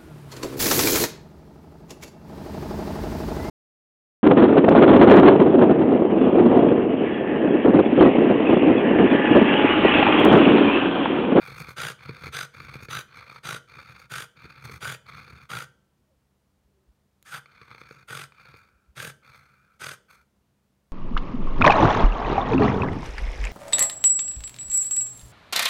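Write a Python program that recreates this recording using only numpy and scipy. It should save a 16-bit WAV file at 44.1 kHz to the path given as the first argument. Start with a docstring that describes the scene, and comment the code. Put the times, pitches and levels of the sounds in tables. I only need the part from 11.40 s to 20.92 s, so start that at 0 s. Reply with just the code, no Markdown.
"""A rough, unpitched growl with wet pops, then a sharp snort: a small flat-faced dog does both by turns,
close to the microphone in a quiet carpeted room. Each growl is air rattling out through the throat;
each snort is a pull of air through the nose, chopped by the flapping soft palate.
In a pause midway come a very faint whine, soft dull bumps and a lip click; then the dog starts again."""
import sys
import numpy as np
from scipy import signal
from scipy.fft import rfft, irfft
from scipy.io import wavfile
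from scipy.ndimage import map_coordinates

SR = 44100
rng = np.random.default_rng(int(sys.argv[2]) if len(sys.argv) > 2 else 0)


def put_to_file(sound):
    """Save the sound as 16-bit audio at rate SR, in the file named by the first command-line argument."""
    columns = np.atleast_2d(sound).T  # one column per channel
    safe = np.clip(columns, -1, 1)
    whole_steps = np.round(safe * 32767)
    wavfile.write(sys.argv[1], SR, whole_steps.astype(np.int16))


N = 419832
TIME = np.arange(N) / SR

# one growl a row: (start [s], attack [s], hold [s], end [s], effort [dB], loss as breath runs out [dB],
#   chest share [dB], spittle share [dB], hiss tilt [dB/octave])
GROWLS = [ (0, 0.0042, 0.087, 0.349, -43, 7, -7.5, -17.5, 4),
          (0.573, 0.047, 0.19, .91, -47.5, -1, -9, -20.5, -1),
          (1.12, 0.023, .2, 1.472, -48.5, 1, -6, -18.5, -1.5),
          (1.65, .1, 0.17, 2.003, -49, -10, -12, -19, -3),
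          (2.266, 0.033, 0.082, 2.678, -49.5, 1.5, -7.5, -18.5, -2),
          (2.944, 0.039, 0.15, 3.395, -51, 0, -5, -19.5, -0.5),
          (3.636, 0.072, 0.084, 4.078, -46.5, 9.5, -6, -18, -2),
          (6.03, 0.14, 0.31, 6.648, -54.5, 2, -9, -19, -5),
          (6.91, 0.079, 0.19, 7.54, -54.5, 28, -10.5, -16, .5),
          (7.804, .065, 0.089, 8.39, -53, 17, -9, -14, 1),
          (8.676, 0.017, 0.055, 8.85, -55.5, 32, -17, -9.5, 2)]
# resonances of the throat and of the spittle hiss: (frequency [Hz], width [Hz], level [dB])
THROAT = [(510, 99, -7), (912, 660, -13), (1295, 280, -0.5), (1510, 520, -6), (2090, 150, -5.5),
          (2333, 285, 0), (3554, 440, -12), (4367, 450, -9.5)]
SPITTLE = [(5450, 410, 1.5), (6410, 570, 6), (8720, 980, -1), (10150, 1000, -6), (12100, 1900, -6.5),
           (13700, 1300, -12), (12040, 17000, -6.5)]


def gain_of(db):
    """Decibels to amplitude."""
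    return 10 ** (np.asarray(db) / 20)


def unit_rms(x):
    """Scales to rms 1."""
    return x / np.sqrt(np.mean(x ** 2) + 1e-20)


def curve_at(points, hz):
    """Interpolates (frequency, value) points on a log-frequency axis."""
    f, value = np.transpose(points)
    return np.interp(np.log(hz + 1), np.log(f + 1), value)


def add(mix, s, sound):
    """Mixes a sound in at s seconds."""
    part = mix[max(round(s * SR), 0):][:len(sound)]
    part += sound[:len(part)]


def ramp(u):
    """A smooth step from 0 to 1 as u goes from 0 to 1."""
    return np.sin(np.pi / 2 * np.clip(u, 0, 1)) ** 2


def wander(t, hz):
    """A smooth random drift of about unit size that changes hz times a second."""
    knots = rng.standard_normal(2048)
    return map_coordinates(knots, [(t - t[0]) * hz + 2], order=3, mode="wrap")


def cavity(x, modes, size=8192, low_hz=63):
    """Rings a cavity: a minimum-phase filter of unit energy with a steep hump for each resonance."""
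    hz = abs(np.fft.fftfreq(size, 1 / SR))
    power = sum(gain_of(db) ** 2 / (1 + ((hz - f) / (0.55 * width)) ** 2) ** 2 for f, width, db in modes)
    power = power * hz ** 6 / (hz ** 6 + low_hz ** 6)
    log_gain = np.log(power + 1e-10) / 2
    ring = np.fft.ifft(np.exp(np.conj(signal.hilbert(log_gain)))).real[:size // 2]
    return signal.oaconvolve(x, ring / np.linalg.norm(ring))[:len(x)]


def moving_cavity(x, modes, opening, stretch=0.027):
    """Crossfades from lowered to raised resonances as the opening goes from -1 to 1."""
    low, middle, high = (cavity(x, [(f * tuning, width, db) for f, width, db in modes])
                         for tuning in (1 - stretch, 1, 1 + stretch))
    mixed = np.maximum(-opening, 0) * low + (1 - abs(opening)) * middle + np.maximum(opening, 0) * high
    return unit_rms(mixed) * np.std(middle)


def resonate(x, hz, width):
    """One gliding resonance: shift hz down to zero, smooth twice, shift back."""
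    carrier = np.exp(2j * np.pi * np.cumsum(hz) / SR)
    pole = np.exp(-np.pi * width / SR)
    smooth = signal.lfilter([(1 - pole) ** 2], [1, -2 * pole, pole * pole], x / carrier)
    return 2 * np.sqrt(2 / (1 - pole)) * (carrier * smooth).real


def tilted(modes, tilt_db, tension=1, pivot_hz=9000):
    """The same resonances, brighter by tilt_db per octave and retuned by tension."""
    return [(f * tension, width, db + tilt_db * np.log2(f / pivot_hz)) for f, width, db in modes]


def flaps(turns, sharpness):
    """Once a turn, air swells through the opening tissue and is cut off as it slaps shut."""
    phase = 2 * np.pi * (turns + 0.025)
    gate = np.exp(sharpness * (np.cos(phase - 0.65 * np.cos(phase) + 0.48) - 1))
    slaps = np.diff(np.floor(np.maximum.accumulate(turns)), prepend=np.floor(turns[0]))
    return gate, slaps


def wet_air(t, crackle_db, grain_hz):
    """Turbulence broken into tiny bursts by moisture."""
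    return unit_rms(rng.standard_normal(len(t)) * gain_of(crackle_db * wander(t, grain_hz)))


def room_tone(noise_db=-71.5):
    """Behind the dog throughout: the low noise of the room and a faint wavering hum."""
    # spectrum of the room noise: (frequency [Hz], relative density [dB])
    spectrum = [(15, -30.5), (35, -15.5), (62, -1.5), (90, -4.5), (125, -9.5), (165, -12.5), (215, -6.5),
                (270, -12.5), (550, -16.5), (750, -20), (1100, -21.5), (2000, -27), (5000, -31.5),
                (15500, -36.5)]
    # tones of the hum: (frequency [Hz], level [dB])
    tones = [(69, -80.5), (138, -78), (194, -79)]
    hum = sum(gain_of(db) * unit_rms(np.sin(2 * np.pi * hz * TIME + 0.49 * wander(TIME, 8.8)))
              for hz, db in tones)
    colour = gain_of(curve_at(spectrum, np.fft.rfftfreq(N, 1 / SR)))
    noise = irfft(rfft(rng.standard_normal(N)) * colour, N)
    return hum + gain_of(noise_db) * unit_rms(noise)


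def breath_out(start, attack_s, hold_s, end, effort_db, lost_db, chest_db, spittle_db):
    """The breath behind one growl swells, holds, settles and is cut off; grunts push it harder."""
    # grunts within the growls: (middle [s], length [s], extra effort [dB], extra chest rumble [dB])
    grunts = [(0.201, 0.058, 5.5, 5), (0.31, 0.051, 3, 0), (0.69, 0.076, 3, 7), (0.872, 0.087, 6.5, 5.5),
              (1.206, 0.1, 2, 8), (1.352, 0.022, 3.5, -2.5), (1.437, 0.058, 5.5, 3.5), (1.775, 0.039, 2, 9),
              (2.375, 0.035, 1, 10.5), (3.039, 0.038, 4, 8), (3.259, 0.048, 5.5, 4.5),
              (3.34, 0.13, 6.5, 0.5), (3.78, 0.041, 3, 2.5), (3.925, 0.058, -1.5, 10.5),
              (6.216, .04, -1, 6)]
    settle_s, release_s = 0.2, 0.03
    chest_db_per_s, spittle_db_per_s = 11.5, 14  # both gain on the throat as the growl goes on
    t = np.arange(max(start, 0), end, 1 / SR)
    age, from_middle = t - start, t - (start + end) / 2
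    spent = 1 - np.exp(-np.maximum(age - attack_s - hold_s, 0) / settle_s)
    pushes = [np.outer(extra_db, np.exp(-(2 * (t - s) / length_s) ** 2))
              for s, length_s, *extra_db in grunts if start < s < end]
    push_db, rumble_db = sum(pushes, np.zeros((2, len(t))))
    envelope = ramp(age / attack_s) * ramp((end - t) / release_s)
    effort = envelope * gain_of(effort_db - lost_db * spent + push_db)
    chest_share = gain_of(chest_db + chest_db_per_s * from_middle + rumble_db)
    spittle_share = gain_of(spittle_db + spittle_db_per_s * from_middle + 0.83 * push_db)
    return t, effort, chest_share, spittle_share


def growls(rattle_hz=48, unevenness=0.4, leak=0.22, sigh_below_db=-62, flicker_db=2):
    """Slack throat tissue rattles unevenly on the way out, with chest rumble and a fizz of spittle."""
    # resonances of the chest and of the open mouth: (frequency [Hz], width [Hz], level [dB])
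    chest_modes = [(75.9, 47, 0.5), (136.6, 42, 2.5), (219.5, 110, -11.5), (379.5, 380, -17)]
    mouth_modes = [(1345, 176, -1), (1490, 280, -6), (2400, 240, -11)]
    throat, chest, spittle, sigh = np.zeros((4, N))
    tongue = np.tanh(wander(TIME, 11))  # the tongue shifts and retunes the throat
    for *breath, tilt_db in GROWLS:
        t, effort, chest_share, spittle_share = breath_out(*breath)
        turns = np.cumsum(rattle_hz * np.exp(unevenness * wander(t, 55))) / SR
        gate, slaps = flaps(turns, sharpness=1.1)
        strength = gain_of(2.05 * wander(t, 44))
        air = unit_rms(leak + gate * strength) * wet_air(t, crackle_db=1.9, grain_hz=298.6)
        # weak flow fails to shake the tissue and only sighs through the mouth
        rattling = effort ** 2 / (effort ** 2 + gain_of(sigh_below_db) ** 2)
        shaking = effort * np.sqrt(rattling)
        add(throat, t[0], shaking * air)
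        add(sigh, t[0], effort * np.sqrt(1 - rattling) * rng.standard_normal(len(t)))
        add(chest, t[0], effort * chest_share * (0.31 * unit_rms(slaps * strength) + 1.03 * air))
        wetness = spittle_share * gain_of(flicker_db * wander(t, 29.8))  # spittle gathers and clears
        fizz = shaking * wetness * (1.2 * air + 0.25 * rng.standard_normal(len(t)))
        add(spittle, t[0], moving_cavity(fizz, tilted(SPITTLE, tilt_db), np.interp(t, TIME, tongue)))
    voice = gain_of(-1.5) * moving_cavity(throat, THROAT, tongue) + cavity(sigh, mouth_modes)
    return voice + cavity(chest, chest_modes, low_hz=79) + gain_of(-3.5) * spittle


def small_pops(per_s=14, spread_db=2.3):
    """Random pops during the growls, stronger with effort: rows of (time [s], thud [dB], smack [dB])."""
    effort = np.zeros(N)
    for *breath, _ in GROWLS:
        t, push, _, _ = breath_out(*breath)
        add(effort, t[0], push)
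    at = np.flatnonzero((rng.random(N) < per_s / SR) & (effort > 0))
    db = 20 * np.log10(effort[at, None]) + spread_db * rng.standard_normal((len(at), 2))
    return list(zip(at / SR, db[:, 0] - 5, db[:, 1] + 2.5))


def pops(rise_s=0.0017, decay_s=0.0028, spray_db=-24):
    """The throat snaps open: a low thud with a brief gurgle, a wet smack and a little spray."""
    # the main wet pops: (time [s], relative thud level [dB], relative smack level [dB])
    main_pops = [(.083, -37.5, -38.5), (.119, -36.5, -42), (.209, -36, -40.5), (0.285, -36.5, -47),
                 (.693, -29.5, -34.5), (0.837, -37.5, -34.5), (.867, -34.5, -39.5), (1.202, -39.5, -36),
                 (1.341, -48, -34), (1.355, -32.5, -39), (1.425, -35.5, -47), (1.486, -33.5, -37),
                 (1.789, -60.5, -41.5), (1.827, -63, -41), (1.898, -48, -37.5), (1.96, -59, -38.5),
                 (2.39, -59.5, -40), (3.054, -40, -41.5), (3.296, -37.5, -40), (3.781, -46, -39.5),
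                 (6.059, -70, -46.5), (6.215, -45, -42.5), (6.281, -55, -46), (6.314, -47, -39.5),
                 (6.348, -47, -42), (6.381, -52, -43), (6.415, -44.5, -41), (6.51, -42.5, -41),
                 (6.922, -72, -50), (7.055, -63, -45), (7.141, -42.5, -45.5), (7.162, -69, -52),
                 (7.946, -67, -45)]
    # resonances of the thud: (frequency [Hz], width [Hz], level [dB])
    thud_modes = [(127, 58, 10), (244, 190, -2.5), (366, 150, -4), (460, 120, 2.5), (860, 190, -14)]
    thud, smack = np.zeros((2, N))
    t = np.arange(1024) / SR
    burst = (1 - np.exp(-(t / rise_s) ** 2)) * np.exp(-t / decay_s)
    burst /= burst.max()
    for s, thud_db, smack_db in main_pops + small_pops():
        add(thud, s + 0.00053, gain_of([thud_db + 18]))  # the snap is a single impulse
        gurgle = 0.25 * gain_of(thud_db + 5.5) * burst * rng.standard_normal(len(t))
        add(thud, s - 0.002, gurgle)
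        add(smack, s - 0.002, gain_of(smack_db - 1) * burst * rng.standard_normal(len(t)))
    return cavity(thud, thud_modes) + cavity(smack, THROAT) + gain_of(spray_db) * cavity(smack, SPITTLE)


def snorts():
    """The soft palate chops the intake; the bursts ring the nose and hiss at the nostrils."""
    # one snort a row: (start [s], attack [s], hold [s], flow [dB], upper nose share [dB],
    #   hiss share [dB], hiss tilt [dB/octave], thump share [dB], base tuning of the honk [Hz],
    #   time of one flap [s], flap rate [Hz], flutter depth [0-1], whistle share [dB], tension [factor])
    intakes = [ (0.356, 0.033, 0.11, -32, -1, -11.5, -3, -8, 1440, .419, 59, 0.85, -16, 1.01),
               (0.913, 0.035, 0.08, -33.5, 0, -11.5, 2, -9, 1454, .99, 48, 0.91, -11, 0.97),
               (1.482, 0.038, 0.075, -33.5, -1.5, -13.5, 1, -9.5, 1430, 1.532, 50.5, 0.86, -10, 1.06),
               (2.025, 0.037, 0.092, -34, -1, -11.5, -1, -7, 1395, 2.11, 53.5, 0.88, -12.5, 0.98),
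               (2.691, 0.036, 0.096, -36, 0, -9, -1.5, -9, 1440, 2.762, 48.5, 0.83, -19, 1),
               (3.399, 0.034, 0.098, -35, 1, -10, -2, -6.5, 1470, 3.477, 42.5, 0.76, -20, 1.02),
               (4.086, 0.024, 0.11, -35.5, -1, -11.5, -0.5, -8, 1384, 4.135, 56, 0.86, -19, 1.01),
               (5.842, 0.029, 0.06, -50, 0, -5, -2, -14.5, 1550, 5.87, 40, 0, -29, 0.96),
               (5.905, 0.024, 0.038, -35.5, -3.5, -13.5, 3, -15.5, 1390, 5.946, 30, 0.56, -26, .987),
               (6.668, 0.041, 0.12, -38.5, 0, -9, .5, -7.5, 1436, 6.752, 45.5, 0.87, -24, 0.96),
               (7.549, .038, 0.1, -38.5, 1, -7.5, .5, -6, 1515, 7.604, 41.5, 0.8, -18, 0.98),
               (8.388, 0.036, 0.099, -37.5, -0.5, -8, -1.5, -8.5, 1430, 8.468, 42, 0.92, -17, 0.96)]
    # resonances along the airway: (frequency [Hz], width [Hz], level [dB])
    nose_modes = [(835, 190, -17), (1316, 303, -5.5), (1910, 350, -15)]
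    upper_nose_modes = [(2300, 1030, 4), (2940, 317, -6.5), (3404, 710, 2), (3850, 1200, -7.5),
                        (4730, 530, 0)]
    nostril_modes = [(5566, 140, 0), (6380, 420, -4.5), (6920, 880, -4), (8800, 1100, -3.5),
                     (9620, 1300, -5.5), (11670, 1780, -8.5), (14230, 2200, -12.5)]
    pinched_nostril_modes = [(3826, 377, 2.5), (6100, 350, -0.5)]
    palate_modes = [(79.8, 40, -12), (138.2, 41.5, 3), (219, 85, -15.5), (390, 160, -15), (483, 204, -9.5),
                    (630, 55, -12.5)]
    arch_db, sag_db_per_s, release_s, tail_s = 2.5, 25, 0.024, 0.09
    flutter_build_s, flutter_settle_s = 0.024, 0.06
    hiss_db_per_s, thump_linger_db_per_s = 32, 59
    nose, upper, whistle, hiss, thump, honk = np.zeros((6, N))
    for (start, attack_s, hold_s, flow_db, upper_db, hiss_db, tilt_db, thump_db,
         honk_hz, flap_s, flap_hz, depth, whistle_db, tension) in intakes:
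        t = np.arange(0, attack_s + hold_s + tail_s, 1 / SR)
        released = np.maximum(t - attack_s - hold_s, 0)
        from_middle = t - attack_s - hold_s / 2
        # the flow arches, sags, then dies away ever faster
        arch = 0.5 - np.minimum((2 * from_middle / hold_s) ** 2, 1)
        flow = ramp(t / attack_s) * np.exp(-(released / release_s) ** 1.8)
        flow *= gain_of(flow_db - sag_db_per_s * (t - attack_s) + arch_db * arch)
        # the palate takes a moment to get flapping and settles as the flow dies
        turns = (start + t - flap_s) * flap_hz + 0.035 * wander(t, 35)
        gate, slaps = flaps(turns, sharpness=2.9)
        flutter = depth * (1 - np.exp(-t / flutter_build_s)) * np.exp(-released / flutter_settle_s)
        leak = 1.15 - flutter
        chop = leak + flutter * gate
        chop /= np.sqrt((leak + flutter * gate.mean()) ** 2 + flutter ** 2 * gate.var())  # even power
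        bursts = flow * chop
        ring_hz = 1.048 * (honk_hz + 500 * from_middle + 60 * wander(t, 34.5))  # rises and wobbles
        add(nose, start, bursts * rng.standard_normal(len(t)))
        add(upper, start, gain_of(upper_db) * bursts * wet_air(t, crackle_db=3, grain_hz=718))
        add(whistle, start, gain_of(whistle_db) * bursts * rng.standard_normal(len(t)))
        add(honk, start, resonate(bursts * rng.standard_normal(len(t)), ring_hz, width=200))
        # the nostrils flare and narrow, which shifts the colour of their hiss
        nostrils = tilted(nostril_modes, tilt_db, tension)
        hiss_share = gain_of(hiss_db + hiss_db_per_s * (from_middle - released) - 0.4 * arch)
        jet = flow * hiss_share * unit_rms(chop ** 0.78) * wet_air(t, crackle_db=2.4, grain_hz=918)
        add(hiss, start, moving_cavity(jet, nostrils, opening=np.tanh(wander(t, 25))))
        beat = 0.65 * unit_rms(slaps) + 1.11 * chop * rng.standard_normal(len(t))
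        add(thump, start, flow * gain_of(thump_db + thump_linger_db_per_s * released) * beat)
    ringing = gain_of(-5.5) * (cavity(nose, nose_modes) + cavity(upper, upper_nose_modes))
    nostril_air = cavity(whistle, pinched_nostril_modes) + gain_of(-0.5) * hiss
    return gain_of(-4) * honk + ringing + nostril_air + gain_of(-3) * cavity(thump, palate_modes)


def whines():
    """A very faint thin tone glides and wavers in the pause."""
    # one list of points a whine: (time [s], level [dB], pitch [Hz])
    contours = [
        [(4.66, -87, 635), (4.72, -72, 554), (4.77, -89, 490)],
        [(5.25, -81.5, 400), (5.31, -75.5, 417), (5.4, -73, 383), (5.47, -86, 353)],
    ]
    out = np.zeros(N)
    for points in contours:
        s, db, hz = np.transpose(points)
        t = np.arange(round(s.min() * SR), round(s.max() * SR)) / SR
        envelope = signal.windows.tukey(len(t), 0.04) * gain_of(np.interp(t, s, db))
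        pitch = np.interp(t, s, hz) * (1 + 0.031 * wander(t, 90.4))
        add(out, t[0], envelope * unit_rms(np.sin(2 * np.pi * np.cumsum(pitch) / SR)))
    return out


def bumps(width_s=0.017):
    """Soft dull bumps, each a few cycles of a low tone."""
    # one bump a row: (time [s], level [dB], frequency [Hz])
    pulses = [(5.261, -61.5, 60.7), (5.499, -54.5, 57.8), (7.361, -58, 65.4), (7.499, -52, 63.6)]
    out = np.zeros(N)
    t = np.arange(-SR // 10, SR // 10) / SR
    for s, db, hz in pulses:
        add(out, s + t[0], gain_of(db) * np.exp(-(t / width_s) ** 2) * np.cos(2 * np.pi * hz * t))
    return out


def lip_click(decay_s=0.00056):
    """The lips make a tiny burst of noise."""
    # the click: (time [s], level [dB])
    clicks = [(5.827, -44)]
    out = np.zeros(N)
    t = np.arange(512) / SR
    for s, db in clicks:
        add(out, s, gain_of(db) * rng.standard_normal(len(t)) * np.exp(-t / decay_s))
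    return out


def carpeted_room(x, early_db=-16, early_s=0.0037, tail_db=-16, modes_db=-9, echoes_per_s=2000):
    """Close up the direct sound leads, over weak reflections, a short tail and a few lingering modes."""
    # decay of the tail: (frequency [Hz], time to fall 60 dB [s])
    decay_times = [(100, 0.54), (400, 0.7), (1200, 0.3), (1550, 0.37), (2100, 0.33), (2700, 0.26),
                   (3100, 0.51), (3700, 0.28), (6200, 0.37), (12000, 0.26)]
    # room modes: (frequency [Hz], width [Hz], relative level [dB])
    modes = [(69.2, 7, -5), (116.8, 11, -4.5), (141, 5.4, -4.5), (1340, 2.4, -3), (1550, 4, -0.5),
             (3050, 5, 11)]
    t = np.arange(SR // 2) / SR
    taps = rng.choice([-1., 1.], len(t)) * (rng.random(len(t)) < echoes_per_s / SR) * (t > 0.003)
    early = taps * np.exp(-t / early_s)
    hz, frame_s, bands = signal.stft(rng.permutation(taps) * (t > 0.008), SR, nperseg=256)
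    decay = gain_of(-60 * frame_s / curve_at(decay_times, hz)[:, None])
    tail = signal.istft(bands * decay, SR, nperseg=256)[1][:len(t)]
    response = gain_of(early_db) * early / np.linalg.norm(early)
    response += gain_of(tail_db) * tail / np.linalg.norm(tail)
    for f, width, db in modes:
        ring = np.exp(-np.pi * width * t) * np.sin(2 * np.pi * f * t)
        response += gain_of(modes_db + db) * 2 * np.pi * width / SR * ring
    return x + signal.oaconvolve(x, response)[:N]


def scene():
    """One microphone close to the dog in the quiet room."""
    direct = snorts() + growls() + pops() + whines() + bumps() + lip_click()
    return (carpeted_room(direct) + room_tone())[None]


def record(dry):
    """The recorder cuts off the highest treble."""
    edge_hz = 15850
    lowpass = signal.firwin(511, edge_hz, window=("kaiser", 9), fs=SR)
    return signal.oaconvolve(dry, lowpass[None], "same")


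dry = scene()
out = record(dry)
put_to_file(out)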